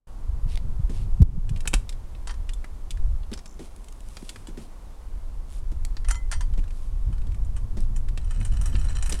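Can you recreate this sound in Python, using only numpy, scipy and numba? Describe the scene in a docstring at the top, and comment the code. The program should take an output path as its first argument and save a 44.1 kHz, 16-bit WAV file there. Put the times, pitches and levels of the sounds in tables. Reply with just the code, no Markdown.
"""Old motorcycle pushed off

A country road, the microphone a few metres from an old motorcycle, engine off. As it is rocked and
shuffled, lever and linkage clack, loose steel clinks, and boots thud and scuff on grit. Then it is
pushed off and the chain jingles with the wheel. Wind rumbles on the microphone over a faint hush."""
import sys
import numpy as np
from scipy import signal
from scipy.fft import rfft, irfft, next_fast_len
from scipy.io import wavfile
from scipy.ndimage import uniform_filter1d
from numba import njit

SR = 44100
rng = np.random.default_rng(int(sys.argv[2]) if len(sys.argv) > 2 else 0)


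def store_pcm(level_fs):
    """Save levels as 16-bit WAV."""
    pcm = np.round(np.clip(level_fs, -1, 1) * 32767).astype(np.int16)
    wavfile.write(sys.argv[1], SR, np.atleast_2d(pcm).T)


N = 405719
T = np.arange(N) / SR
BLOW_T = T[:SR // 4]  # time within one blow

# boots landing: t/s, thud level/dB, thud t60/s, sole slide level/dB
FOOTFALLS = [(0.895, -31.5, 0.19, -59.5), (3.316, -31, 0.059, -63), (3.593, -35, 0.16, -57.5),
             (4.225, -34.5, 0.027, -80), (4.484, -35.5, 0.13, -78), (4.573, -32.5, 0.14, -56.5),
             (5.717, -40.5, 0.076, -79), (6.576, -36, .12, -76), (7.77, -31, 0.13, -62),
             (8.739, -34, 0.076, -73), (9.118, -33.5, 0.13, -50.5)]
# spectrum of dry rubbing and snapping: f/Hz, level/dB
FRICTION_COLOUR = [(700, -1), (1500, -6.5), (2600, 2.5), (4500, 1), (7000, 1), (9800, 4), (12000, -7.5),
                   (16000, -25)]


def undb(db):
    """Decibels to gain."""
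    return 10 ** (np.asarray(db) / 20)


def unit(x):
    """Scale to rms 1."""
    return x / np.sqrt(np.mean(x ** 2))


def crest(x, size=110):
    """Scale so that the loudest few milliseconds have rms 1."""
    return x / np.sqrt(uniform_filter1d(x ** 2, size).max())


def add(track, s, x):
    """Mix x into the track from time s."""
    i = max(int(s * SR), 0)
    track[i:i + len(x)] += x[:N - i]


def colour(x, points):
    """Causal filter through (f/Hz, level/dB) points, built from the cepstrum of the log gain."""
    size = 2 * next_fast_len(len(x) // 2 + 2048)
    hz, db = np.transpose(points)
    bin_hz = np.arange(size // 2 + 1) * SR / size
    gain_db = np.interp(np.log(bin_hz + 1), np.log(hz), db)
    cepstrum = irfft(np.log(undb(gain_db)))
    cepstrum[1:size // 2] *= 2
    cepstrum[size // 2 + 1:] = 0
    return irfft(rfft(x, size) * np.exp(rfft(cepstrum)))[:len(x)]


def tone(x, lows_db=0, highs_db=0):
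    """Lift or lower both ends of the spectrum against the middle."""
    return colour(x, [(1400, lows_db), (2300, 0), (4200, 0), (6800, highs_db)])


def wander(rate):
    """Random levels held 1 / rate s and smoothed twice, rms 1."""
    hold = int(SR / rate)
    steps = np.repeat(rng.standard_normal(N // hold + 1), hold)
    return unit(uniform_filter1d(uniform_filter1d(steps, hold), hold)[:N])


def fade(t60):
    """Exponential decay over one blow."""
    return undb(-60 * BLOW_T / max(t60, .002))


def chatter(t60):
    """A contact rattles out in a dense run of tiny impacts: decaying noise."""
    return rng.standard_normal(len(BLOW_T)) * fade(t60)


def ring(modes, scatter_db, detune=0.0024):
    """Struck modes: each striking point weights them differently and loose joints detune them."""
    out = 0
    for hz, db, t60 in modes:
        weight, phase, drift = rng.standard_normal(3)
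        wave = np.sin(2 * np.pi * hz * (1 + detune * drift) * BLOW_T + np.pi * phase)
        out += undb(db + scatter_db * weight) * fade(t60) * wave
    return out


def grains(rate, spread_db):
    """Random clicks of very uneven size, rms 1."""
    clicks = (rng.random(N) < rate / SR) * rng.standard_normal(N)
    return unit(clicks * undb(spread_db * np.minimum(rng.exponential(size=N), 4)))


def hush(db=-53.5, traffic_db=-55, fade_s=1.5):
    """Far trees and traffic; a duller wash of distant traffic dies away at the start."""
    # open-air spectrum: f/Hz, level/dB
    air = [(80, -5.5), (200, -2.5), (400, -9), (700, -11.5), (1050, -12), (1600, -21.5), (2600, -25.5),
           (5000, -28), (9500, -28.5), (12500, -34.5), (16000, -43)]
    steady = undb(db + .5 * wander(1.18)) * unit(colour(rng.standard_normal(N), air))
    wash = unit(colour(rng.standard_normal(N), air))
    traffic = colour(wash, [(1300, 0), (3500, -16)])
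    return steady + undb(traffic_db) * np.exp(-(T / fade_s) ** 2) * traffic


def gusts(rise_db_per_s=50, fall_db_per_s=45.5):
    """Strength of rumble and of eddies: each gust swells, holds and dies away; their powers add."""
    # gusts on the microphone: t/s, hold/s, rumble level/dB, eddy level/dB
    spells = [(0.362, 0.85, -22.5, -40), (1.253, 0.2, -19.5, -30), (1.59, 1.14, -29.5, -58),
              (3.014, 0.15, -24.5, -55.5), (4.447, 0.071, -55, -48.5), (5.17, 0.88, -33, -62),
              (5.825, 0.22, -24.5, -55), (6.372, 0.19, -20.5, -41), (6.978, 0.9, -22.5, -40.5),
              (8.03, 1.14, -21.5, -37.5)]
    rumble_power = eddy_power = 0
    for start, hold, rumble_db, eddy_db in spells:
        below_db = rise_db_per_s * np.maximum(start - T, 0)
        below_db += fall_db_per_s * np.maximum(T - start - hold, 0)
        rumble_power += undb(rumble_db - below_db) ** 2
        eddy_power += undb(eddy_db - below_db) ** 2
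    return np.sqrt(rumble_power), np.sqrt(eddy_power)


def wind(flutter_db=5.5, surge_db=2.0, lull_db=-38.5, half_buffet_cycles=0.62):
    """Large eddies rumble, small ones flutter, and a few strike the microphone as single buffets."""
    # spectra of large and small eddies: f/Hz, level/dB
    rumble_colour = [(10, -3.5), (25, 6), (46, -3), (80, -13), (120, -26.5), (230, -45), (500, -79.5),
                     (8000, -130)]
    eddy_colour = [(50, -9.5), (102, 6.5), (140, -5), (190, -10.5), (270, -18.5), (500, -32), (8000, -100)]
    # single buffets: t/s, level/dB, f/Hz
    buffets = [(.295, -18.5, 62), (0.461, -22.5, 109), (.80, -18, 109), (0.846, -12, 44),
               (1.208, -4.5, 129), (1.226, 3, 66.7), (1.381, -18.5, 141), (1.515, -16.5, 122),
               (1.76, -10.5, 33.5), (2.997, -17.5, 44.7), (3.044, -17.5, 30), (3.137, -16.5, 47.3),
               (3.197, -19.5, 33.6), (5.17, -24, 45.3), (6.094, -12, 32.4), (7.079, -14.5, 50)]
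    rumble = colour(rng.standard_normal(N), rumble_colour)
    rumble /= np.sqrt(uniform_filter1d(rumble ** 2, size=6000))  # even out before the gusts shape it
    eddies = unit(colour(rng.standard_normal(N), eddy_colour) * undb(flutter_db * wander(26)))
    rumble_gain, eddy_gain = gusts()
    surge = undb(surge_db * wander(14))
    out = np.hypot(rumble_gain, undb(lull_db)) * surge * rumble + eddy_gain * eddies
    for s, db, hz in buffets:
        cycles = hz * (T - s)
        swell = np.exp(-(cycles / half_buffet_cycles) ** 2)
        out += undb(db) * swell * np.cos(2 * np.pi * (cycles + rng.random()))
    return out


def scuffs(sole_s=.1, sole_highs_db=-2):
    """Each slide is a swell of fine friction grains; a short one follows every landing boot."""
    # longer slides of soles and clothing: t/s, length/s, level/dB, highs/dB
    slides = [(.47, 0.1, -51.5, -8), (.92, 0.15, -56, -5), (1.67, 0.16, -60, 17), (3.42, 1.0, -66.5, 2),
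              (4.03, 0.46, -58, 0), (6.68, 0.24, -62, 0)]
    out = np.zeros(N)
    friction = colour(grains(rate=9000, spread_db=3.0), FRICTION_COLOUR)
    soles = [(s, sole_s, db, sole_highs_db) for s, _, _, db in FOOTFALLS]
    for s, length, db, highs_db in slides + soles:
        slide = unit(tone(friction[(T >= s) & (T < s + length)], highs_db=highs_db))
        add(out, s, undb(db) * slide * np.sin(np.linspace(0, np.pi, len(slide))))
    return out


def snap(t60, highs_db):
    """A brief, bright contact with hardly any ring."""
    return crest(tone(colour(chatter(t60), FRICTION_COLOUR), highs_db=highs_db))


def grit(t60=0.013):
    """Small stones crack under soles and tyres."""
    # cracks: t/s, level/dB, highs/dB
    stones = [(0.5563, -37.5, -6), (0.5742, -33.5, -15.5), (3.3308, -35, -13), (5.85, -32, 1),
              (7.805, -43, 6), (9.1424, -33.5, -5)]
    out = np.zeros(N)
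    for s, db, highs_db in stones:
        add(out, s, undb(db) * snap(t60, highs_db))
    return out


def boots():
    """Each heel lands on the road with a dull thud."""
    # thud spectrum: f/Hz, level/dB
    thud_colour = [(90, -31), (160, 1.5), (230, 1), (340, -3.5), (500, -12.5), (900, -26), (9000, -34.5),
                   (15000, -52)]
    out = np.zeros(N)
    for s, db, t60, _ in FOOTFALLS:
        add(out, s, undb(db) * crest(colour(chatter(t60), thud_colour)))
    return out


def saddle(start=5.475, length=0.14, first_hz=90, last_hz=260, db=-55):
    """The saddle creaks, sticking and slipping faster and faster as the weight shifts."""
    slip_hz = np.linspace(first_hz, last_hz, int(length * SR))
    since_slip = np.cumsum(slip_hz) / SR % 1  # in cycles
    slips = rng.standard_normal(len(slip_hz)) * np.exp(-since_slip / 0.18)
    creak = unit(colour(slips, FRICTION_COLOUR))
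    out = np.zeros(N)
    add(out, start, undb(db) * creak * np.sin(np.linspace(0, np.pi, len(creak))))
    return out


def spring(start=3.462, step_s=0.016, db=-47.5, fall_db=1.5, count=6):
    """A small return spring buzzes against its seat, a little weaker on each bounce."""
    # spring modes: f/Hz, level/dB, t60/s
    modes = [(5470, -5, .018), (6200, -1, 0.02), (7200, 0, 0.02)]
    out = np.zeros(N)
    for bounce in range(count):
        add(out, start + bounce * step_s, undb(db - fall_db * bounce) * crest(ring(modes, scatter_db=0)))
    return out


def ratchet(start=3.763, step_s=0.081, db=-46, count=6):
    """A pawl ticks lightly over an even row of teeth."""
    out = np.zeros(N)
    for s in start + step_s * np.arange(count):
        add(out, s, undb(db) * snap(t60=0.011, highs_db=4))
    return out


def chain(push_off_s=8.16, speed_up_s=0.34, roll_db=-45, tinkle_count=44):
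    """Links drop with a bright jingle; once the wheel turns, light tinkles ride on rollers and tyres."""
    # heavy links dropping on the sprocket: t/s, level/dB, highs/dB
    links = [(6.085, -31.5, 1), (7.127, -50, -1), (7.448, -53.5, 17), (7.564, -43, 1), (7.962, -41.5, 8.5),
             (8.308, -41.5, -2), (8.45, -35.5, 6), (8.613, -37, 4), (8.657, -35, 6), (8.795, -45, 5),
             (8.904, -42.5, -3), (9.025, -33.5, 3), (9.06, -34, 2.5), (9.095, -30, 6.5)]
    # modes of chain and sprocket: f/Hz, level/dB, t60/s
    modes = [(1294, 0.5, 0.024), (1772, -4, 0.055), (2540, 0.5, 0.034), (2900, -2, 0.043),
             (3070, -2, 0.053), (4030, -2.5, 0.035), (5670, -3.5, 0.041), (5910, -3, 0.037),
             (7130, -0.5, 0.035), (8090, 2, 0.048), (8420, 3, 0.048), (9290, -1, 0.042),
             (10420, -12, 0.086), (13000, -20, 0.09)]
    # contact spectrum: f/Hz, level/dB
    contact_colour = [(300, -10), (700, 0), (1400, 2.5), (2900, -6.5), (4400, -10.5), (5800, -7),
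                      (8300, -6.5), (10500, -10), (12500, -27), (16000, -55)]
    drops, tinkles = np.zeros(N), np.zeros(N)
    for s, db, highs_db in links:
        rattle = crest(colour(chatter(0.11), contact_colour))
        jingle = crest(ring(modes, scatter_db=5.5) * (1 - fade(0.0018)))
        add(drops, s, undb(db) * crest(tone(rattle + undb(3) * jingle, highs_db=highs_db)))
    slots = np.linspace(push_off_s, T[-1], tinkle_count)
    for s, (early, size) in zip(slots, rng.random((tinkle_count, 2))):
        # a link slides into contact, so its ring swells for a moment
        scrape = crest(tone(colour(chatter(.04), contact_colour), highs_db=-5))
        jingle = crest(ring(modes, scatter_db=6, detune=.008) * (1 - fade(.01)))
        add(tinkles, s - 0.033 * early, size * crest(jingle + undb(-4) * scrape))
    # rollers held tight on the teeth ring the same modes, but damped
    taps = grains(rate=260, spread_db=3)
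    damped = tone(ring(modes, scatter_db=1.5), highs_db=-7.5) * fade(0.018)
    rollers = unit(signal.oaconvolve(taps, damped)[:N])
    tyres = unit(colour(rng.standard_normal(N), contact_colour) * undb(2.4 * wander(45)))
    rolling = undb(7) * tinkles + undb(-9) * rollers + undb(-10) * tyres
    speed = 1 - np.exp(-np.maximum(T - push_off_s, 0) / speed_up_s)  # share of walking pace
    return drops + undb(roll_db) * speed * rolling


def struck_steel(blows, modes):
    """Steel parts chatter against each other and are left ringing."""
    # chatter spectrum: f/Hz, level/dB
    contact_colour = [(400, -10), (950, 2.5), (1300, 5), (1850, 3.5), (2300, -4), (3000, -1), (3800, -5),
                      (7000, 4), (9900, -1), (12000, -19), (16000, -30)]
    out = np.zeros(N)
    for s, db, t60, highs_db, ring_db in blows:
        rattle = crest(colour(chatter(t60), contact_colour))
        ringing = crest(ring(modes, scatter_db=2.5) * (1 - fade(t60)))  # builds during the chatter
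        add(out, s, undb(db) * crest(tone(rattle + undb(ring_db) * ringing, highs_db=highs_db)))
    return out


def loose_part():
    """A small loose steel part clinks in one quick cluster."""
    # clinks: t/s, level/dB, chatter t60/s, highs/dB, ring/dB
    clinks = [(6.047, -41, 0.042, -14, -18), (6.105, -37, 0.053, -11, -23), (6.1098, -24, 0.042, 2.5, -15),
              (6.145, -42, 0.052, -14, -16), (6.155, -38.5, 0.01, -6, -5.5)]
    # modes of the part: f/Hz, level/dB, t60/s
    modes = [(960, -1, 0.14), (1365, 5, 0.11), (2035, 1, 0.27), (3130, -1.5, 0.14), (4300, -2, 0.11),
             (5660, -2, 0.1), (5700, -3, 0.1), (6853, -3, 0.12), (7246, 3, 0.13), (9440, 2, 0.13),
             (10850, -2, 0.15)]
    return struck_steel(clinks, modes)


def loose_part_clanks():
    """The same loose steel part clanks harder as the machine is rocked and leans over."""
    # further, heavier clanks of the same part: t/s, level/dB, chatter t60/s, highs/dB, ring/dB
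    clanks = [(2.273, -34, 0.058, -6, -15), (2.294, -38, 0.07, -21, -15), (2.308, -38.5, 0.04, -9, -15),
              (2.341, -47, 0.05, -9, -25), (6.3146, -30, 0.077, 0, -8.5), (6.324, -31.5, 0.096, -12, -10),
              (6.408, -35.5, 0.063, -4.5, -13)]
    # modes of the part as these heavier blows ring it: f/Hz, level/dB, t60/s
    modes = [(982, 4.5, .1), (1822, 5, 0.079), (2030, 0, .11), (3150, -2.5, 0.15), (4670, 3.5, 0.1),
             (5800, 1.5, 0.13), (8300, 3, .11), (8840, 5, .11), (9087, 3, 0.14), (14560, -11, 0.07)]
    return struck_steel(clanks, modes)


def rattles(per_s=24, centre_hz=2350, spread_db=1.5, lows_db=2, highs_db=-7):
    """Rows of light, uneven clacks while the rider shifts and climbs off."""
    # spells of rattling: t/s, length/s, level/dB
    spells = [(2.959, .04, -44.5), (6.536, .18, -50), (7.174, .14, -52)]
    rows = []
    for start, length, db in spells:
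        slots = np.arange(start, start + length, 1 / per_s)
        for s, (late, size, pitch) in zip(slots, rng.random((len(slots), 3))):
            level_db = db + spread_db * (2 * size - 1)
            hz = centre_hz * 2 ** (pitch - .5)
            rows.append((s + late / per_s / 2, level_db, hz, lows_db, highs_db))
    return rows


def lever_and_linkage(rattle_t60=0.041, build_t60=0.0039, part_db=-0.5, linkage_db=-11):
    """Tight, oily steel: a brief rattle rings the struck part and, more weakly, the whole linkage."""
    # dry clacks: t/s, level/dB, main resonance f/Hz, lows/dB, highs/dB
    clacks = [(1.4922, -39.5, 2910, 1, -1.5), (1.561, -43, 2790, -5, -12), (1.573, -49, 3000, -8, -5),
              (1.605, -41.5, 2700, -12, 1), (1.655, -35.5, 1540, 10, -11), (1.6748, -22, 2580, 5.5, 7),
              (1.733, -27.5, 2650, 18, 5), (1.7386, -18, 2625, 5, -1.5), (1.8923, -34.5, 3680, -12, -4),
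              (1.925, -47, 3440, 0, -5), (2.149, -49, 2600, 0, -26), (2.4917, -37, 2850, -5, -9),
              (2.535, -39.5, 3510, -5, 10), (2.6431, -37, 2000, 7, -6.5), (2.9067, -34, 3460, -23, -5),
              (3.232, -52.5, 3400, -10, -20), (3.884, -47.5, 3130, -4, 6), (3.3362, -33.5, 5240, 0, -5.5),
              (3.3753, -42.5, 5760, 3, -10), (3.39, -44.5, 5500, 2, -8), (3.458, -42, 5300, -1, -4),
              (4.169, -36.5, 4730, 2.5, -12), (4.2921, -32, 3430, -4.5, -2.5), (4.359, -39.5, 1690, 3, -10),
              (4.471, -40, 3410, 12, 5), (5.968, -37.5, 4690, 0.5, -16), (7.345, -48, 2220, 3, -3),
              (8.086, -43, 1740, -3, -7), (8.1749, -35.5, 2670, 0, -10), (8.412, -39, 2530, 10, -5),
              (8.7534, -35.5, 3160, -3, -23), (9.0108, -48, 3080, 7, -22), (9.124, -27, 5840, -5, -5)]
    # rattle spectrum: f/Hz, level/dB
    rattle_colour = [(150, 6), (350, 0), (700, -3.5), (1300, -1.5), (2700, -2.5), (4400, -3), (6300, -1.5),
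                     (7600, 2), (9900, -1), (12000, -13), (16000, -31)]
    # modes of the struck part: multiple of its main resonance, level/dB, t60/s
    part_modes = [(.68, -9, .022), (.87, -3, .028), (1, 2, .028), (1.17, -3, .024), (1.43, -8, 0.039)]
    # damped linkage modes: f/Hz, level/dB, t60/s
    linkage_modes = [(1860, 1, 0.049), (2320, 0, .03), (2720, -1, 0.039), (3110, 3, .03), (4980, 3, 0.031),
                     (7400, 6, 0.025), (7820, 10, 0.02), (9600, -9, 0.043)]
    out = np.zeros(N)
    for s, db, hz, lows_db, highs_db in clacks + rattles():
        tuned = [(hz * ratio, mode_db, t60) for ratio, mode_db, t60 in part_modes]
        part = crest(ring(tuned, scatter_db=2))
        linkage = crest(ring(linkage_modes, scatter_db=4))
        rattle = crest(colour(chatter(rattle_t60) * (1 - fade(build_t60)), rattle_colour))
        blow = crest(tone(rattle + undb(linkage_db) * linkage, lows_db, highs_db))
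        add(out, s, undb(db) * crest(blow + undb(part_db) * part))
    return out


def scene():
    """The machine and its rider, with a faint scatter from road and verge, under the wind."""
    metal = lever_and_linkage() + loose_part() + loose_part_clanks() + chain() + ratchet() + spring()
    direct = metal + boots() + grit() + scuffs() + saddle()
    scatter = chatter(t60=0.21)
    reflected = signal.oaconvolve(direct, scatter / np.linalg.norm(scatter))[:N]
    return (direct + undb(-15) * reflected + hush() + wind())[None]


@njit
def limiter(x, ceiling, step, recovery):
    """The gain steps down while the sound is over the ceiling, which ticks, and then creeps back up."""
    y, gain = np.empty(len(x)), 1.
    for i in range(len(x)):
        gain = gain * step if abs(x[i]) * gain > ceiling else min(gain * recovery, 1.)
        y[i] = x[i] * gain
    return y


def record(dry, open_s=0.069, ceiling=0.68, step_db=-.4, recovery_db_per_s=20, top_hz=16100):
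    """One microphone, opened a moment late; a limiter ducks on the biggest buffet and the top is cut."""
    opened = np.clip((T - open_s) / .005, .01, 1)
    step, recovery = float(undb(step_db)), float(undb(recovery_db_per_s / SR))
    limited = limiter(dry[0] * opened, ceiling, step, recovery)
    lowpass = signal.ellip(10, .1, 80, top_hz, fs=SR, output="sos")
    return signal.sosfilt(lowpass, limited)[None]


dry = scene()
out = record(dry)
store_pcm(out)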